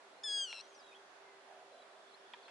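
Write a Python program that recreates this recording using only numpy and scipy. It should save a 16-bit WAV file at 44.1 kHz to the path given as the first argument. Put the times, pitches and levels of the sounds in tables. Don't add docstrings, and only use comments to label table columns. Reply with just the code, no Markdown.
import sys
import numpy as np
from scipy import signal
from scipy.fft import rfft, irfft
from scipy.io import wavfile
from scipy.ndimage import uniform_filter1d

SR = 44100
rng = np.random.default_rng(int(sys.argv[2]) if len(sys.argv) > 2 else 0)


def bounce(signal):
    frames = np.transpose(np.atleast_2d(signal))
    limited = np.clip(frames, -1, 1)
    pcm = np.round(limited * 32767).astype(np.int16)
    wavfile.write(sys.argv[1], SR, pcm)


def ratio(d):
    e = np.asarray(d, float) / 20
    return 10 ** e


N = 110250
T = np.arange(N) / SR


def at(hz, points):
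    p = np.array(points, float)
    return np.interp(np.log(np.maximum(hz, 1)), np.log(p[:, 0]), p[:, 1])


def unit(x):
    return x / np.sqrt(np.mean(x ** 2))


def band(hz, width_hz):
    f = np.fft.rfftfreq(N, 1 / SR)
    bell = np.exp(-((f - hz) / width_hz) ** 2)
    return unit(irfft(rfft(rng.standard_normal(N)) * bell, N))


def walk(rate):
    hold = int(SR / rate)
    steps = np.repeat(rng.standard_normal(N // hold + 1), hold)
    return 1.194 * uniform_filter1d(uniform_filter1d(steps, hold), hold)[:N]


def ramp(start, length):
    return np.sin(np.pi / 2 * np.clip((T - start) / length, 0, 1)) ** 2


def pan(x, db):
    return np.array([x * ratio(db / 2), x * ratio(-db / 2)])


def fade(u, t60):
    return np.exp(-np.log(1000) * u / t60)


def field():
    # frequency in Hz, level in dB per Hz.
    colour = [(30, -114), (130, -98.5), (300, -82.5), (650, -74), (1100, -79), (2000, -86), (4500, -93),
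              (11000, -105)]
    # frequency in Hz, side over mid in dB.
    side_db = [(60, -16), (300, -11.5), (620, -7.5), (1110, -4), (2000, -1), (6000, 1)]
    # frequency in Hz, left over right in dB.
    lean_db = [(100, 0.5), (350, -1), (620, -3), (2000, -5), (3500, 1), (11000, -1.5)]
    f = np.fft.rfftfreq(N, 1 / SR)
    mid, side = rfft(rng.standard_normal((2, N))) * ratio(at(f, colour))
    side = side * ratio(at(f, side_db))
    both = np.array([mid + side, mid - side]) * pan(np.ones(len(f)), at(f, lean_db))
    place = 3 * np.log2(np.maximum(f, 1) / 20)
    swell = walk(1.5)
    out = 0
    for k in range(31):
        share = np.cos(np.pi / 2 * np.clip(place - k, -1, 1)) ** 2
        out = out + irfft(both * share, N) * ratio(.25 * swell + .9 * walk(9.24))
    return out * ratio(-61.5) / np.sqrt(np.mean(out.mean(axis=0) ** 2))


def murmur():
    # centre in Hz, width in Hz, level in dB.
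    blurs = [(1560, 345, -70), (3420, 230, -77), (3990, 1000, -79.5)]
    out = 0
    for hz, width_hz, db in blurs:
        out = out + np.array([band(hz, width_hz), band(hz, width_hz)]) * ratio(db + 2.0 * walk(7.5))
    return out


def pump():
    hum_hz = 394
    drift = 2.865 * walk(5.97)
    tone = np.sqrt(2) * np.sin(2 * np.pi * np.cumsum(hum_hz + drift) / SR) * ratio(-71.5)
    hum = tone + band(hum_hz, 18) * ratio(-75)
    return pan(hum * ratio(1.0 * walk(5.16)), -1.8)


def traffic():
    # start in seconds, length in seconds, centre in Hz, level in dB.
    swells = [
        (0.292, 0.14, 676, -63.5),
        (0.672, 0.15, 696, -75),
        (1.42, 0.28, 702, -61),
        (1.653, 0.2, 620, -62.5),
        (1.894, 0.17, 670, -64),
    ]
    out = 0
    for s, length, hz, db in swells:
        arch = np.sin(np.pi * np.clip((T - s) / length, 0, 1))
        out = out + band(hz, 140) * ratio(db) * arch
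    return pan(out, -4.0)


def chirps():
    # start in seconds, length in seconds, from Hz, to Hz, level in dB.
    early = [(0.274, 0.043, 3600, 4030, -67.5), (0.301, 0.053, 4040, 3990, -62),
             (.355, 0.042, 3980, 3700, -64), (0.134, .035, 3930, 3960, -72), (.165, 0.043, 4140, 4270, -70),
             (0.613, 0.069, 5840, 5980, -65), (0.68, 0.045, 6850, 6140, -66.5),
             (0.719, 0.032, 6150, 6300, -72), (0.734, 0.061, 6320, 5280, -61.5),
             (0.789, 0.031, 5350, 4620, -59), (0.818, 0.016, 4820, 4350, -69),
             (0.748, 0.011, 5400, 4550, -59), (0.808, 0.022, 3660, 3970, -65),
             (0.826, 0.033, 3900, 3890, -63), (0.853, 0.088, 3890, 3630, -63),
             (0.864, 0.011, 3320, 3300, -61), (0.914, 0.014, 2570, 2500, -61),
             (0.925, 0.012, 2390, 2560, -55), (0.937, 0.011, 2600, 2590, -55.5),
             (0.944, 0.014, 2970, 3320, -57), (0.95, 0.027, 3330, 3340, -57.5),
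             (0.964, 0.048, 3230, 3310, -73)]
    # start in seconds, length in seconds, from Hz, to Hz, level in dB.
    late = [(1.236, .14, 2145, 1970, -64.5), (1.715, 0.06, 4000, 3990, -67.5),
            (1.78, 0.041, 3980, 3990, -66), (1.818, 0.011, 3980, 3900, -59.5),
            (1.78, 0.016, 3080, 3220, -66), (1.798, 0.017, 3320, 3350, -63),
            (1.823, 0.0088, 3380, 3230, -64), (1.902, .04, 3930, 3980, -72),
            (2.092, 0.013, 4400, 3760, -65), (2.113, 0.016, 4420, 3950, -64),
            (2.134, 0.022, 3850, 4350, -56.5), (2.164, 0.053, 4900, 5560, -72),
            (2.248, 0.033, 3400, 3280, -67), (2.362, 0.0063, 4300, 4150, -66),
            (2.409, 0.0075, 3670, 4100, -63), (2.428, 0.012, 4630, 3930, -61),
            (2.436, .011, 4150, 4550, -65), (2.451, 0.014, 3970, 4180, -56.5),
            (2.461, 0.015, 4270, 4300, -63), (2.485, .008, 4220, 4400, -64),
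            (2.483, 0.015, 4950, 5250, -69)]
    grain, wobble = walk(260), walk(130)
    out = 0
    for s, length, from_hz, to_hz, db in [*early, *late]:
        u = np.clip((T - s) / length, 0, 1)
        hz = (from_hz + (to_hz - from_hz) * u) * (1 + .008 * wobble)
        arch = np.sin(np.pi * u) ** .5
        tone = np.sin(2 * np.pi * np.cumsum(hz) / SR) * arch * ratio(db - 3 + 2 * grain)
        out = out + pan(tone, 2 + 3 * rng.standard_normal())
    return out


def clicks(events, modes):
    out = 0
    for s, db, slow, left_db in events:
        for hz, mode_db, t60, late in modes:
            u = np.maximum(T - s - late, 0)
            onset = 1 - np.exp(-u / 0.00025)
            ring = np.sin(2 * np.pi * hz * u) * fade(u, t60 * slow) * onset
            out = out + pan(ring * ratio(db + mode_db), left_db)
    out = signal.sosfilt(signal.butter(4, 420, "high", fs=SR, output="sos"), out)
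    tail_s, crack_s = .1, .014
    u = T - events[0][0]
    tail = (u > 0) * fade(np.abs(u), tail_s)
    crack = ratio(-66) * tail ** (tail_s / crack_s) * band(7000, 2800)
    return out + crack + ratio(-57) * tail * np.array([band(2600, 1300), band(2600, 1300)])


def stone_tick():
    # time in seconds, level in dB, damping factor, left over right in dB.
    hits = [(.5271, -29.5, .8, 0)]
    # frequency in Hz, level in dB, 60 dB decay in seconds, lateness in seconds.
    modes = [(4200, -5, .005, 0), (3200, -2, .008, .0003), (2400, 0, .01, .0009), (1500, -10, .007, .0014),
             (880, -11, .014, .0016), (8000, -17, .005, 0), (6000, -17, .004, 0)]
    return clicks(hits, modes)


def stone_knocks():
    # time in seconds, level in dB, damping factor, left over right in dB.
    hits = [
        (2.3353, -43.5, 1.1, -2),
        (2.3425, -53, 1.0, -2),
    ]
    # frequency in Hz, level in dB, 60 dB decay in seconds, lateness in seconds.
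    modes = [(956, 1.5, 0.027, 0.0027), (1910, -2.5, 0.023, 0.0016), (2426, -6, 0.05, 0.0022),
             (3280, 7, 0.0094, 0.00052), (4400, -9, 0.0074, 0.006), (1720, -2, 0.015, 0.01)]
    return clicks(hits, modes)


def grit_scuff():
    # time in seconds, level in dB, damping factor, left over right in dB.
    hits = [
        (2.481, -54, 1.0, -3),
        (2.4855, -55, 1.0, -3),
        (2.492, -57, 1.0, -3),
    ]
    # frequency in Hz, level in dB, 60 dB decay in seconds, lateness in seconds.
    modes = [(910, 1, .02, 0), (1610, 2, .02, 0), (2100, -1, .015, .001), (2570, 0, 0.016, .002),
             (5000, -10, .006, 0.011)]
    return clicks(hits, modes)


def lapwing():
    # time in seconds, pitch in Hz, effort in dB.
    contour = [
        (.2357, 1670, -5),
        (.241, 1772, -4),
        (.287, 1668, -1.5),
        (.36, 1648, 0),
        (.425, 1608, 0),
        (.447, 1572, -2),
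        (.475, 1455, -1),
        (.51, 1364, 0),
        (.6, 1292, 0),
    ]
    # whistle level in dB, swell over the whistle in dB,
    # trill level in dB, swell over the trill in dB, left over right in dB.
    partials = [(-58.5, -9, -68.5, -5, -1.5), (-40.5, -0.5, -52, -5.5, 2.5), (-47.5, -8.5, -56, 8, 4),
                (-54.5, 3.5, -59.5, -1.5, 4.5), (-57, 0, -77.5, -18, 12), (-75.5, -9, -70, -5, 7),
                (-105, 4, -89, -4, 5), (-100, 0, -87, 5, 17)]
    s, hz, db = np.array(contour).T
    break_s, break_len_s, end_s = .453, .009, .6125
    attack_s, release_s, lead_s = .001, .003, .0023
    trill_hz, trill_peak_s = 103, .5642
    lift_s = .0027

    def smooth(v):
        return uniform_filter1d(np.interp(T, s, v), size=260)

    broke = ramp(break_s - break_len_s, 2 * break_len_s)
    whistle = np.clip((T - s[0]) / (break_s - s[0]), 0, 1) - .5
    trill = np.clip((T - break_s) / (end_s - break_s), 0, 1)

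    since = T - trill_peak_s
    turn = trill_hz * since + 90 * np.maximum(since, 0) ** 2 + .015 * walk(40)
    place = turn - np.round(turn)
    slope = np.where(place < 0, .5, .3)
    tooth = ramp(.475, .04) * np.clip(1 - np.abs(place) / slope, 0, 1) ** 1.3
    throb = -18 * np.exp(-(((turn + .52 + .5) % 1 - .5) / .1) ** 2)

    lift = ramp(end_s - 2.6 * lift_s, lift_s)
    push = 3 * np.exp(-((T - 0.38) / 0.097) ** 2)
    rasp = broke * (1 - 0.55 * trill) * band(260, 90)
    pitch = smooth(hz) + 135 * lift + 95 * tooth * (1 - lift) + 8 * rasp + 1.5 * band(200, 150)
    phase = 2 * np.pi * np.cumsum(pitch) / SR

    joined = ramp(s[0] + lead_s - attack_s, 2 * attack_s)
    gate = ramp(s[0] - attack_s, attack_s) * (1 - ramp(end_s, release_s))
    effort = smooth(db)
    out = 0
    for k, (open_db, swell_db, shut_db, drift_db, left_db) in enumerate(partials, 1):
        size = (1 - broke) * ratio(open_db + swell_db * whistle)
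        size = size + broke * ratio(shut_db + drift_db * (trill - .5))
        if k < 3:
            depth = 0.44 * trill ** 3
        elif k == 3:
            depth = trill ** 3
        else:
            depth = trill
        shake = push + 7 * lift * (min(k, 4) - 3)
        shake = shake + (5 * tooth * (k > 3) + throb * depth) * (1 - lift)
        shake = shake + .9 * broke * band(260, 200) + .25 * walk(57.2)
        shake = shake + 7 * (1 - joined) * (k == 4)
        entry = 1 if k in (3, 4) else joined
        wave = np.sqrt(2) * np.cos(k * phase + 0.26 * k ** 2)
        out = out + pan(size * ratio(effort + shake) * gate * entry * wave, left_db)
    return out


def bushes(sound):
    u = T[:SR] - .03
    scatter = rng.standard_normal(SR) + 0.067 * rng.standard_normal((2, SR))
    leaves = scatter * (u > 0) * fade(u, 1.1)
    leaves = leaves / np.sqrt(np.sum(leaves ** 2, axis=1, keepdims=True))
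    return ratio(-24) * signal.fftconvolve(sound, leaves, axes=1)[:, :N]


def scene():
    background = field() + murmur() + pump() + traffic()
    far = chirps()
    near = stone_tick() + stone_knocks() + grit_scuff() + lapwing()
    return background + far + near + bushes(near + 2 * far)


def top_cut(x):
    return signal.sosfilt(signal.butter(12, 15700, fs=SR, output="sos"), x)


def record(dry):
    ghost_db = [-25, -31, -29]
    top_hz, ghost_step_hz, ghost_top_hz = 11100, 3900, 15700
    cut = signal.sosfilt(signal.ellip(6, .3, 25, top_hz, fs=SR, output="sos"), dry)
    f = np.fft.rfftfreq(N, 1 / SR)
    steep = rfft(cut) * (f / top_hz) ** 3 * (f < top_hz)
    ghosts = 0
    for m, db in enumerate(ghost_db, 1):
        ghosts = ghosts + np.roll(steep, int(m * ghost_step_hz * N / SR), axis=1) * ratio(db)
    return top_cut(cut + irfft(ghosts * (f < ghost_top_hz), N))


dry = scene()
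out = record(dry)
bounce(out)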